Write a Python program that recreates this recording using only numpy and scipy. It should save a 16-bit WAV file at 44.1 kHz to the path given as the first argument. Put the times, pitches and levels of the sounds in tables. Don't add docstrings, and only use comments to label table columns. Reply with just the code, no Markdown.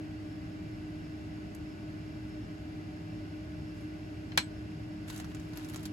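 import sys
import numpy as np
from scipy import signal
from scipy.fft import rfft, irfft
from scipy.io import wavfile

SR = 44100
rng = np.random.default_rng(int(sys.argv[2]) if len(sys.argv) > 2 else 0)


def transcribe(u):
    v = np.clip(np.atleast_2d(u).T, -1, 1)
    q = np.round(v * 32767).astype(np.int16)
    wavfile.write(sys.argv[1], SR, q)


N = 261072
T = np.arange(N) / SR
FREQ = np.maximum(np.arange(N // 2 + 1) * SR / N, 1)
SIDES = np.array([[1], [-1]])

# (frequency [Hz], relative level [dB])
CREASE_COLOUR = [(300, 7), (1400, 11), (3000, 3), (5500, 4), (8500, 2.5), (12000, 1.5), (16000, -8)]


def undb(db):
    return 10 ** (np.asarray(db) / 20)


def unit(x):
    return x / np.sqrt(np.mean(x ** 2))


def curve_db(points):
    hz, db = np.transpose(points)
    return np.interp(np.log(FREQ), np.log(hz), db)


def colour(x, points):
    gain = unit(undb(curve_db(points)))
    return irfft(rfft(x) * gain, N)


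def fade(t60):
    return np.exp(-np.log(1000) * np.arange(SR // 2) / SR / t60)


def add(out, s, sound):
    start = int(s * SR)
    out[:, start:start + sound.shape[1]] += sound[:, :N - start]


def walk(hz):
    spectrum = np.fft.fft(rng.standard_normal(N))[:N // 2 + 1]
    z = np.fft.ifft(spectrum * np.exp(-(FREQ / hz) ** 2), N)
    return z / np.sqrt(np.mean(abs(z) ** 2))


def dull(x, hz):
    return signal.sosfilt(signal.butter(2, hz, fs=SR, output="sos"), x)


def resonate(x, hz, q):
    return signal.lfilter(*signal.iirpeak(hz, q, fs=SR), x)


def room(x, wet_db, t60):
    tail = rng.standard_normal((2, SR // 2)) * fade(t60)
    tail[:, :SR // 500] = 0
    tail /= np.sqrt(np.sum(tail ** 2, axis=1, keepdims=True))
    return x + undb(wet_db) * signal.fftconvolve(x, tail, axes=1)[:, :N]


def ring(modes):
    rise_s = .0004
    t = T[:SR // 2]
    total = 0
    for hz, db, t60, pan_db in modes:
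        level = undb(db + SIDES * pan_db / 2)
        start_turns = rng.random((2, 1))
        total = total + level * fade(t60) * np.sin(2 * np.pi * (hz * t + start_turns))
    return np.minimum(t / rise_s, 1) * total


def tweezers(knock_t60=0.023, tick_t60=0.0033, room_t60=.13):
    # (time [s], knock level [dB], knock and steel ring dull above [Hz],
    # bench ring level [dB], steel ring level [dB], tick level [dB])
    contacts = [(4.3195, -40, 3200, -58, -85, -85), (4.3755, -20.5, 16000, -52, -36.5, -15.5),
                (4.3768, -20, 7000, -30.5, -60, -30), (4.3797, -22.5, 5000, -56, -66, -36),
                (4.3823, -23, 4000, -54, -64, -43), (4.3905, -35, 5000, -52, -44, -62),
                (4.4290, -70, 4500, -80, -39, -85)]
    # (frequency [Hz], level [dB], t60 [s], left minus right [dB])
    bench_modes = [(320, -9, .08, 0), (690, -14, .07, 0), (795, -3, .055, 11), (1000, 1, .06, -11),
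                   (1075, -3, .06, -1), (1390, -3, .035, -2), (1540, 4.5, .035, 7), (1625, 4, .055, 2),
                   (1750, 0, .075, 4), (1890, 3, .04, 5), (1985, 1, .04, 12), (2110, 1, .06, 1),
                   (2215, 3.5, .04, 10), (2340, 2, .05, 0), (2640, 1, .055, 0), (2900, -1, .065, -2),
                   (3200, 6.5, .024, 8), (3410, 1.5, .04, -4), (3560, -.5, .04, 5), (3765, -5, .07, 0),
                   (4151, 3.5, .105, 0), (4275, -4, .09, -4), (4830, -5, .055, -5)]
    # (frequency [Hz], level [dB], t60 [s], left minus right [dB])
    steel_modes = [(7978, -2.5, .13, 0), (8030, -1, .08, 0), (10100, -9, .05, 0), (12970, -20, .07, 0),
                   (14040, -5.5, .1, 0)]
    # (frequency [Hz], level relative to the knock [dB], t60 [s], left minus right [dB])
    thud_modes = [(165, -13, 0.094, 3), (232, -27, 0.013, -5)]
    # (frequency [Hz], relative level [dB])
    knock_colour = [(100, -17), (450, -5), (700, -6), (1250, -5), (1700, 3), (2300, 3.5), (2600, -4),
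                    (3300, 4), (4500, -0.5), (5500, -2), (7000, -6), (11000, -10), (16000, -30)]
    # (frequency [Hz], relative level [dB])
    tick_colour = [(500, -26), (3000, -12), (6000, 12), (8700, -14), (10500, 8.5), (12500, 3), (16000, -7)]

    knock, tick, bench, prongs_and_thud = np.zeros((4, 2, N))
    bench_ring, steel_ring = ring(bench_modes), ring(steel_modes)
    for s, knock_db, soft_hz, bench_db, steel_db, tick_db in contacts:
        noise = rng.standard_normal((2, 2, SR // 2))
        add(knock, s, undb(knock_db) * dull(noise[0] * fade(knock_t60), soft_hz))
        add(tick, s, undb(tick_db) * noise[1] * fade(tick_t60))
        add(bench, s, undb(bench_db) * bench_ring)
        add(prongs_and_thud, s, undb(steel_db) * dull(steel_ring, soft_hz))
    hardest_s, hardest_db = max(contacts, key=lambda contact: contact[1])[:2]
    add(prongs_and_thud, hardest_s, undb(hardest_db) * ring(thud_modes)[:1])

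    knock = room(colour(knock, knock_colour), wet_db=-5.5, t60=room_t60)
    bench = room(bench, wet_db=-12.5, t60=room_t60)
    tick = room(colour(tick, tick_colour), wet_db=-26, t60=0.088)
    return knock + bench + tick + prongs_and_thud


def snaps(gain_db=0.5, t60=0.0015, settle_db=-9, settle_t60=0.023, facet_db=2.0, facet_q=4):
    # (time [s], level [dB], body below 5 kHz relative to the treble [dB],
    # pitch of the largest facet [Hz])
    snap_list = [(1.549, -42, -5, 10400), (2.2933, -57, -3, 10400), (3.81, -52, -5, 10300),
                 (5.083, -50, 10, 2800), (5.1007, -29.5, 0.5, 3870), (5.131, -45, 2, 10500),
                 (5.162, -36, -2.5, 4060), (5.1773, -34, -13, 8750), (5.2, -37.5, 7, 7000),
                 (5.245, -44.5, 9.5, 5800), (5.317, -54, 11, 3200), (5.348, -38.5, 4.5, 7850),
                 (5.369, -57, 13, 3000), (5.398, -45, 1, 7000), (5.534, -44.5, 3.5, 4440),
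                 (5.5735, -34.5, 1, 11900), (5.596, -57, 16, 2700), (5.626, -58, 12, 3200),
                 (5.646, -39.5, 3, 6300), (5.688, -39, -8, 3000), (5.698, -38, -10, 10500),
                 (5.705, -57, -9, 12000), (5.737, -39, 0, 3700), (5.745, -35.5, 1.5, 3000),
                 (5.7605, -35, 2, 7000), (5.775, -46, 3, 7000), (5.83, -38, -9, 10800),
                 (5.8549, -29, -5, 3800), (5.859, -35, -18, 5160)]
    clicks_per_s = 3000
    click_chance = clicks_per_s / SR

    crack, body = np.zeros((2, 2, N))
    for s, db, body_db, facet_hz in snap_list:
        noise = rng.standard_normal((2, 2, SR // 2))
        clicks = (rng.random(SR // 2) < click_chance) * noise[1] / np.sqrt(click_chance)
        burst = noise[0] * fade(t60) + undb(settle_db) * clicks * fade(settle_t60)
        burst = burst + undb(facet_db) * resonate(burst, facet_hz, facet_q)
        burst = undb(db + gain_db) * burst
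        add(crack, s, burst)
        add(body, s, burst * undb(body_db))
    low = 1 / (1 + (FREQ / 5000) ** 4)
    return colour(irfft(rfft(crack) * (1 - low) + rfft(body) * low, N), CREASE_COLOUR)


def rustle(press, spectrum, per_second, spread_db):
    sizes = undb(spread_db * np.minimum(rng.exponential(size=N), 4))
    grains = (rng.random(N) < per_second / SR) * sizes * rng.standard_normal((2, N))
    return colour(unit(grains) * press, spectrum)


def effort(moves, attack_s=0.01, release_t60=0.17):
    total = 0
    for s, length, db in moves:
        attack = np.clip((T - s) / attack_s, 0, 1)
        release = np.exp(-np.log(1000) * np.maximum(T - s - length, 0) / release_t60)
        total = total + undb(db) * attack * release
    return total


def bag(catch_db=2, resting_db=-10.5, film_db=-60, pouch_db=-58, crackle_db=-61):
    # (start [s], length [s], effort [dB])
    grips = [(5.07, 0.14, 1.5), (5.33, 0.067, -12), (5.55, 0.25, -2), (5.822, 0.053, -3)]
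    # (frequency [Hz], relative level [dB])
    film_colour = [(200, -19), (1500, 1), (3000, 7), (5000, 0), (8500, 5), (12000, 2), (16000, -12)]
    # (frequency [Hz], relative level [dB])
    pouch_colour = [(200, -20), (700, -5), (1550, 6), (3000, -4), (5000, -5), (10000, -25)]
    # (frequency [Hz], relative level [dB])
    crackle_colour = [(300, -17), (900, 19), (1600, -12), (3000, 11), (5000, 2), (8000, -11), (16000, -18)]

    resting = undb(resting_db) * (T > grips[0][0])
    catching = undb(catch_db * walk(25).real)
    press = np.maximum(effort(grips), resting) * catching
    film = rustle(press, film_colour, per_second=1600, spread_db=1.5)
    pouch = rustle(press, pouch_colour, per_second=1200, spread_db=1.0)
    creases = rustle(press, crackle_colour, per_second=160, spread_db=1.5)
    return undb(film_db) * film + undb(pouch_db) * pouch + undb(crackle_db) * creases


def dish():
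    # (start [s], length [s], level [dB])
    slides = [(3.73, 0.12, -71)]
    return rustle(effort(slides), CREASE_COLOUR, per_second=6000, spread_db=1.5)


def fans():
    # (frequency [Hz], rms level [dB], waver [0-1], phase between the sides [rad])
    blade_tone = [(309.5, -45.6, .1, .2)]
    # (frequency [Hz], rms level [dB], waver [0-1], phase between the sides [rad])
    hum_tones = [(48.3, -66.5, 0.2, 0.12), (99.95, -52, 0.2, 0.18), (111.2, -54, 0.43, .1),
                 (201.3, -57, 0.54, 0.79), (291.6, -60.5, .3, 0.37), (403, -73, 0.17, 0.37),
                 (415, -85.5, 0.5, .4), (494, -77, .6, 2), (583, -75, 0.2, 1.4), (593.4, -70.5, 0.36, 1.6),
                 (597, -68, 0.46, 1.3), (604, -68, 0.6, 1.16), (611.5, -72.5, 0, 1.8),
                 (635, -69.5, 0.25, 1.6), (633, -69.5, 0.36, 1.5), (716, -78, 0.5, 1.8),
                 (746.5, -72, 0.7, 0.66)]

    out = np.zeros((2, N))
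    knots = np.arange(0, T[-1] + 1, .27)
    for hz, db, waver, phase in blade_tone + hum_tones:
        draw = rng.standard_normal((2, len(knots)))
        sway = 1 + waver * np.interp(T, knots, draw[0] + 1j * draw[1])
        sway = sway / np.sqrt(np.mean(abs(sway) ** 2) / 2)
        tone = sway * np.exp(2j * np.pi * (hz * T + rng.random()))
        out += undb(db) * (tone * np.exp(.5j * phase * SIDES)).real
    return out


def air():
    # (frequency [Hz], level [dB per Hz])
    common_air = [(20, -105), (36, -83), (52, -69), (110, -72), (135, -71.5), (300, -73.5), (400, -78.5),
                  (480, -91), (1200, -96), (2700, -95.5), (3600, -103), (5300, -104), (5800, -108),
                  (12500, -120), (16000, -131)]
    # (frequency [Hz], level [dB per Hz])
    opposed_air = [(20, -110), (60, -89.5), (140, -83.5), (220, -79.5), (400, -83.5), (750, -84.5),
                   (1000, -93.5), (1600, -91.5), (2500, -101), (5200, -103), (6600, -112), (9300, -112),
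                   (12500, -116), (16000, -133)]
    # (frequency [Hz], width [Hz], common lift [dB], opposed lift [dB])
    duct_modes = [(75, 14, 4, 9.5), (116.5, 5.4, 11, 6), (152.4, 8.5, 7.5, -8), (167.5, 8.6, 10.5, -4),
                  (304, 16.7, 7.5, 0), (610, 64, 6.5, 1.5), (710, 223, 5, -4.5), (1474, 44, 9.5, -13),
                  (1640, 150, 3, 4.5), (1773, 35, -7, 10), (2028, 130, 5, 2.5), (2326, 40, 8.5, 3),
                  (2746, 290, 4, 4), (4720, 700, 3, 0), (5336, 32, 13, 4)]

    mid_db, side_db = curve_db(common_air), curve_db(opposed_air)
    for hz, width, common_db, opposed_db in duct_modes:
        bump = np.exp(-np.log(2) * (2 * (FREQ - hz) / width) ** 2)
        mid_db = mid_db + common_db * bump
        side_db = side_db + opposed_db * bump
    mid, side = rfft(rng.standard_normal((2, N))) * np.sqrt(SR / 2)
    both = mid * undb(mid_db) + SIDES * side * undb(side_db)
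    low = 1 / (1 + (FREQ / 500) ** 4)
    flutter = undb(0.34 * walk(5.9).real)
    return irfft(both * low, N) * flutter + irfft(both * (1 - low), N)


def scene():
    plastic = room(snaps() + bag() + dish(), wet_db=-4.5, t60=0.045)
    return tweezers() + plastic + fans() + air()


def record(dry):
    lag_s, top_hz = .000221, 16150
    left, right = rfft(dry)
    shared = .96 / (1 + (6400 / FREQ) ** 16)
    late_right = right * np.exp(-2j * np.pi * FREQ * lag_s)
    left = np.sqrt(1 - shared ** 2) * left - shared * late_right
    top_cut = signal.ellip(8, .2, 70, top_hz, fs=SR, output="sos")
    return signal.sosfilt(top_cut, irfft(np.array([left, right]), N))


dry = scene()
out = record(dry)
transcribe(out)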